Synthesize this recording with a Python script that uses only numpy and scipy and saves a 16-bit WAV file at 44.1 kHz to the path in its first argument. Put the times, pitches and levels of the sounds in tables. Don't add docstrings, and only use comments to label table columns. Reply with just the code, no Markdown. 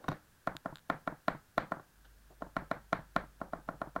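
import sys
import numpy as np
from scipy import signal
from scipy.fft import rfft, irfft, next_fast_len
from scipy.io import wavfile
from scipy.ndimage import uniform_filter1d

SR = 44100
rng = np.random.default_rng(int(sys.argv[2]) if len(sys.argv) > 2 else 0)


def digitize_waveform(pressure):
    field = np.atleast_2d(pressure).T
    bounded = np.clip(field, -1, 1)
    quanta = np.round(bounded * 32767).astype(np.int16)
    wavfile.write(sys.argv[1], SR, quanta)


N = 176400


def amp(db):
    return 10 ** (np.asarray(db) / 20)


def unit(x):
    return x / np.sqrt(np.mean(x ** 2) + 1e-20)


def along(points, hz):
    pitches, values = np.transpose(points)
    return np.interp(np.log(hz + 1), np.log(pitches + 1), values)


def filtered(x, gain_at):
    size = next_fast_len(len(x) + SR // 2)
    return irfft(rfft(x, size) * gain_at(np.fft.rfftfreq(size, 1 / SR)), size)[:len(x)]


def noise(tone, size):
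    return unit(filtered(rng.standard_normal(size), lambda hz: amp(along(tone, hz))))


def ring_time():
    return np.arange(SR // 2) / SR


def fade(t, fade_s, hold_s=0):
    return np.exp(-np.log(1000) * np.maximum(t - hold_s, 0) / fade_s)


def ring(tones, hold_s=0, scatter_db=1.16):
    t, out = ring_time(), 0
    for k, (pitch_hz, level_db, fade_s) in enumerate(tones):
        gain = (-1) ** k * amp(level_db + scatter_db * rng.normal())
        out += gain * fade(t, fade_s, hold_s) * np.sin(2 * np.pi * pitch_hz * t)
    return out


def add(track, start_s, sound):
    part = track[round(start_s * SR):][:len(sound)]
    part += sound[:len(part)]


# pitch_hz, level_db
BACKGROUND_TONE = [(20, -9), (70, -8), (120, -8), (200, -14), (420, -20), (820, -22.5), (1250, -21),
                   (1600, -16.5), (2100, -27), (4000, -28.5), (8000, -30), (15800, -30.5)]

def room_noise(level_db=-66):
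    return amp(level_db) * noise(BACKGROUND_TONE, N)


def mains_hum(start_s=1.927, rise_s=0.048, pitch_hz=50, start_db=-60, growth_db_per_s=1.2):
    t = np.arange(N) / SR - start_s
    switch_on = np.clip(t / rise_s, 0, 1)
    return switch_on * amp(start_db + growth_db_per_s * t) * np.sin(2 * np.pi * pitch_hz * t)


# pitch_hz, fade_s
ECHO_FADES = [(100, 0.34), (300, 0.15), (1000, 0.25), (2000, 0.22), (4000, .22), (10000, .12)]
# pitch_hz, level_db
ECHO_TONE = [(40, 5), (90, -0.5), (160, 6.5), (230, 3), (380, -4.5), (520, 4.5), (700, 1.5), (1100, -2),
             (1550, 0.5), (2000, -6.5), (2350, -9.5), (2650, -17.5), (3300, -15), (4200, -10), (5200, -16),
             (16000, -10)]

def wall_echoes(delay_s=0.0027, hold_s=0.028):
    t = ring_time()
    typical_fade = fade(t, np.median(np.array(ECHO_FADES)[:, 1]), hold_s)
    cloud = rng.standard_normal(len(t))
    for _ in range(3):
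        power = uniform_filter1d(np.abs(rfft(cloud * typical_fade)) ** 2, size=40)
        cloud = irfft(rfft(cloud) / np.sqrt(np.abs(power) + 1e-12), len(t))
    cloud = unit(filtered(cloud, lambda hz: amp(along(ECHO_TONE, hz))))
    band_hz, times_s, bands = signal.stft(cloud, SR, nperseg=256)
    bands *= fade(times_s, along(ECHO_FADES, band_hz)[:, None], hold_s)
    echoes = signal.istft(bands, SR, nperseg=256)[1][:len(t)]
    return echoes * np.clip(t / delay_s - 1, 0, 1)


# pitch_hz, level_db
SKIN_TONE = [(40, -13), (150, 5.5), (700, 9.5), (1400, -4), (2200, -15.5), (5000, -21), (16000, -35)]
# pitch_hz, level_db
SCRATCH_TONE = [(200, -14), (1200, -4), (1550, 12), (2100, -25), (3000, -4), (4300, -9), (6000, -23),
                (16000, -29)]
# start_s, length_s, level_db, scratch_db
FINGER_RUBS = [(0, 0.071, -60.5, -20), (2.045, 0.013, -67.5, 6), (2.301, 0.022, -59.5, -24)]

def finger_rubs(rise_s=0.0017):
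    out, t = np.zeros(N), ring_time()
    for start_s, length_s, level_db, scratch_db in FINGER_RUBS:
        skin = noise(SKIN_TONE, len(t)) + amp(scratch_db) * noise(SCRATCH_TONE, len(t))
        swell = (1 - np.exp(-t / rise_s)) * fade(t, fade_s=0.081, hold_s=length_s)
        add(out, start_s, amp(level_db) * skin * swell)
    return out


# start_s, level_db
SHARP_TICKS = [(0.5671, -30), (.757, -37), (.771, -44), (0.7839, -47.5), (0.793, -54)]
# pitch_hz, level_db, fade_s
TICK_RING = [(1530, -1, 0.0066), (2860, -0.5, 0.0026), (3770, 2, 0.0045), (5000, -11.5, 0.0036),
             (7100, -11.5, 0.0054), (13700, -14.5, 0.0042)]

def ticks():
    out = np.zeros(N)
    for start_s, level_db in SHARP_TICKS:
        add(out, start_s, amp(level_db) * ring(TICK_RING))
    return out


# pitch_hz, level_db, fade_s
DESK_RING = [(72, -35, 0.047), (95, -1, 0.067), (119, 1.5, 0.1), (162.5, -4.5, 0.34), (221, -5, 0.041),
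             (307, -3, 0.3)]
# pitch_hz, level_db
CRACK_TONE = [(300, 5.5), (2000, 2.5), (4000, 1), (4800, -11.5), (5700, -4), (6800, -10), (8500, -20.5),
              (10500, -12), (12000, -12), (16000, -22)]
FREE_RING_S = 0.0031

def knock(tones, bright_hz, bass_db, walls, desk_db, echo_db=-16, fresh_share=0.58):
    t = ring_time()
    wood = ring(tones, FREE_RING_S) * (1 - np.exp(-t / 0.000052))
    echoes = np.sqrt(1 - fresh_share) * walls + np.sqrt(fresh_share) * wall_echoes()
    crack_gain = amp(-12) * (bright_hz / 2500) ** 1.6
    crack = crack_gain * noise(CRACK_TONE, len(t)) * fade(t, fade_s=0.009)
    cut_treble = signal.butter(3, bright_hz, fs=SR, output="sos")
    body = signal.sosfilt(cut_treble, wood + amp(echo_db) * echoes) + amp(desk_db) * ring(DESK_RING)
    bass = signal.sosfilt(signal.butter(1, 376, fs=SR, output="sos"), body)
    return body + (amp(bass_db) - 1) * bass + crack


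# pitch_hz, level_db, fade_s
BOARD_RING = [(104, -1, 0.076), (152.3, -1, 0.092), (259, -10.5, 0.042), (370, -5, 0.043),
              (613, -8.5, 0.09), (760, -4.5, 0.011), (833, -8, 0.014), (1086, -0.5, 0.017),
              (1445, -5, 0.009), (1820, -13, 0.013), (2190, -22, 0.013), (3760, -8.5, .008),
              (5760, -16, 0.0086)]
# start_s, level_db, bright_hz (treble is cut above it), bass_db (bass boost or cut)
BOARD_JOLTS = [(0.0412, -45, 3170, -10), (0.0448, -48.5, 2360, -10), (0.0825, -28.5, 2380, -1.5),
               (.0866, -31.5, 4850, 3.5), (0.1167, -34.5, 2460, -7.5), (0.1276, -47, 4320, 0),
               (1.796, -45.5, 1700, -8)]

def board_jolts(walls):
    out = np.zeros(N)
    for start_s, level_db, bright_hz, bass_db in BOARD_JOLTS:
        add(out, start_s, amp(level_db) * knock(BOARD_RING, bright_hz, bass_db, walls, desk_db=-15))
    return out


# pitch_hz, level_db, fade_s
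KEY_RING = [(170, -10.5, 0.056), (282.5, -8, 0.042), (392.5, -23, 0.12), (660, -1.5, 0.021),
            (842, -12, 0.0069), (1057, -6.5, 0.037), (1383, -1.5, 0.019), (1790, -12.5, 0.035),
            (1932, -16, 0.018), (2288, -14.5, 0.011), (2970, -20.5, 0.0034), (3490, -15.5, 0.01),
            (3960, -9, 0.0092), (4318, -11, 0.0032)]
# pitch_hz, level_db, fade_s
STOP_RING = [(148, 1, 0.12), (308.6, 1.5, 0.046), (648, -0.5, 0.028), (937, -0.5, 0.028),
             (1095, -9.5, 0.032), (1350, -32, .02)]
# start_s, level_db, bright_hz, bass_db, return_after_s, return_db
KEY_PRESSES = [(0.4729, -25, 1950, -1, .077, -46.5), (.658, -28.5, 1460, -0.5, .067, -45.5),
               (0.8993, -22.5, 2250, -2, 0.042, -47), (1.0751, -26.5, 1840, -2, 0.048, -44.5),
               (1.2813, -21.5, 2570, -2, .066, -44), (1.5788, -21.5, 2970, -1.5, .052, -46),
               (1.719, -24.5, 1530, -5, 0.049, -48.5), (2.4206, -30.5, 1200, -1, .044, -52),
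               (2.5658, -25, 2180, 1.5, .054, -46), (2.7132, -25.5, 2330, -0.5, .052, -52.5),
               (2.9286, -22, 2640, -1, .06, -47), (3.1626, -22.5, 2600, -0.5, .075, -51.5),
               (3.4143, -29.5, 1240, -1, 0.059, -63), (3.5334, -28.5, 1380, 0.5, .053, -54),
               (3.6877, -28, 1330, -2, .052, -51), (3.8159, -27.5, 1410, -5, .056, -48),
               (3.9617, -26.5, 1520, -4.5, .055, -50)]

def key_presses(walls, finger_db=-25, stop_rise_s=0.0015):
    out, t = np.zeros(N), ring_time()
    for start_s, level_db, bright_hz, bass_db, return_after_s, return_db in KEY_PRESSES:
        travel_s = 0.006 * float(amp(-24.5 - level_db))
        finger = noise(SKIN_TONE, len(t)) * fade(t, fade_s=0.2, hold_s=travel_s)
        add(out, start_s - travel_s, amp(level_db + finger_db) * finger)
        add(out, start_s, amp(level_db) * knock(KEY_RING, bright_hz, bass_db, walls, desk_db=-35.5))
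        rear_stop = ring(STOP_RING, FREE_RING_S) * (1 - np.exp(-t / stop_rise_s))
        add(out, start_s + return_after_s, amp(return_db) * rear_stop)
    return out


def scene():
    walls = wall_echoes()
    key = key_presses(walls) + board_jolts(walls)
    return (key + finger_rubs() + ticks() + mains_hum() + room_noise())[None]


def record(dry):
    return np.array([filtered(channel, lambda hz: hz < 15900) for channel in dry])


dry = scene()
out = record(dry)
digitize_waveform(out)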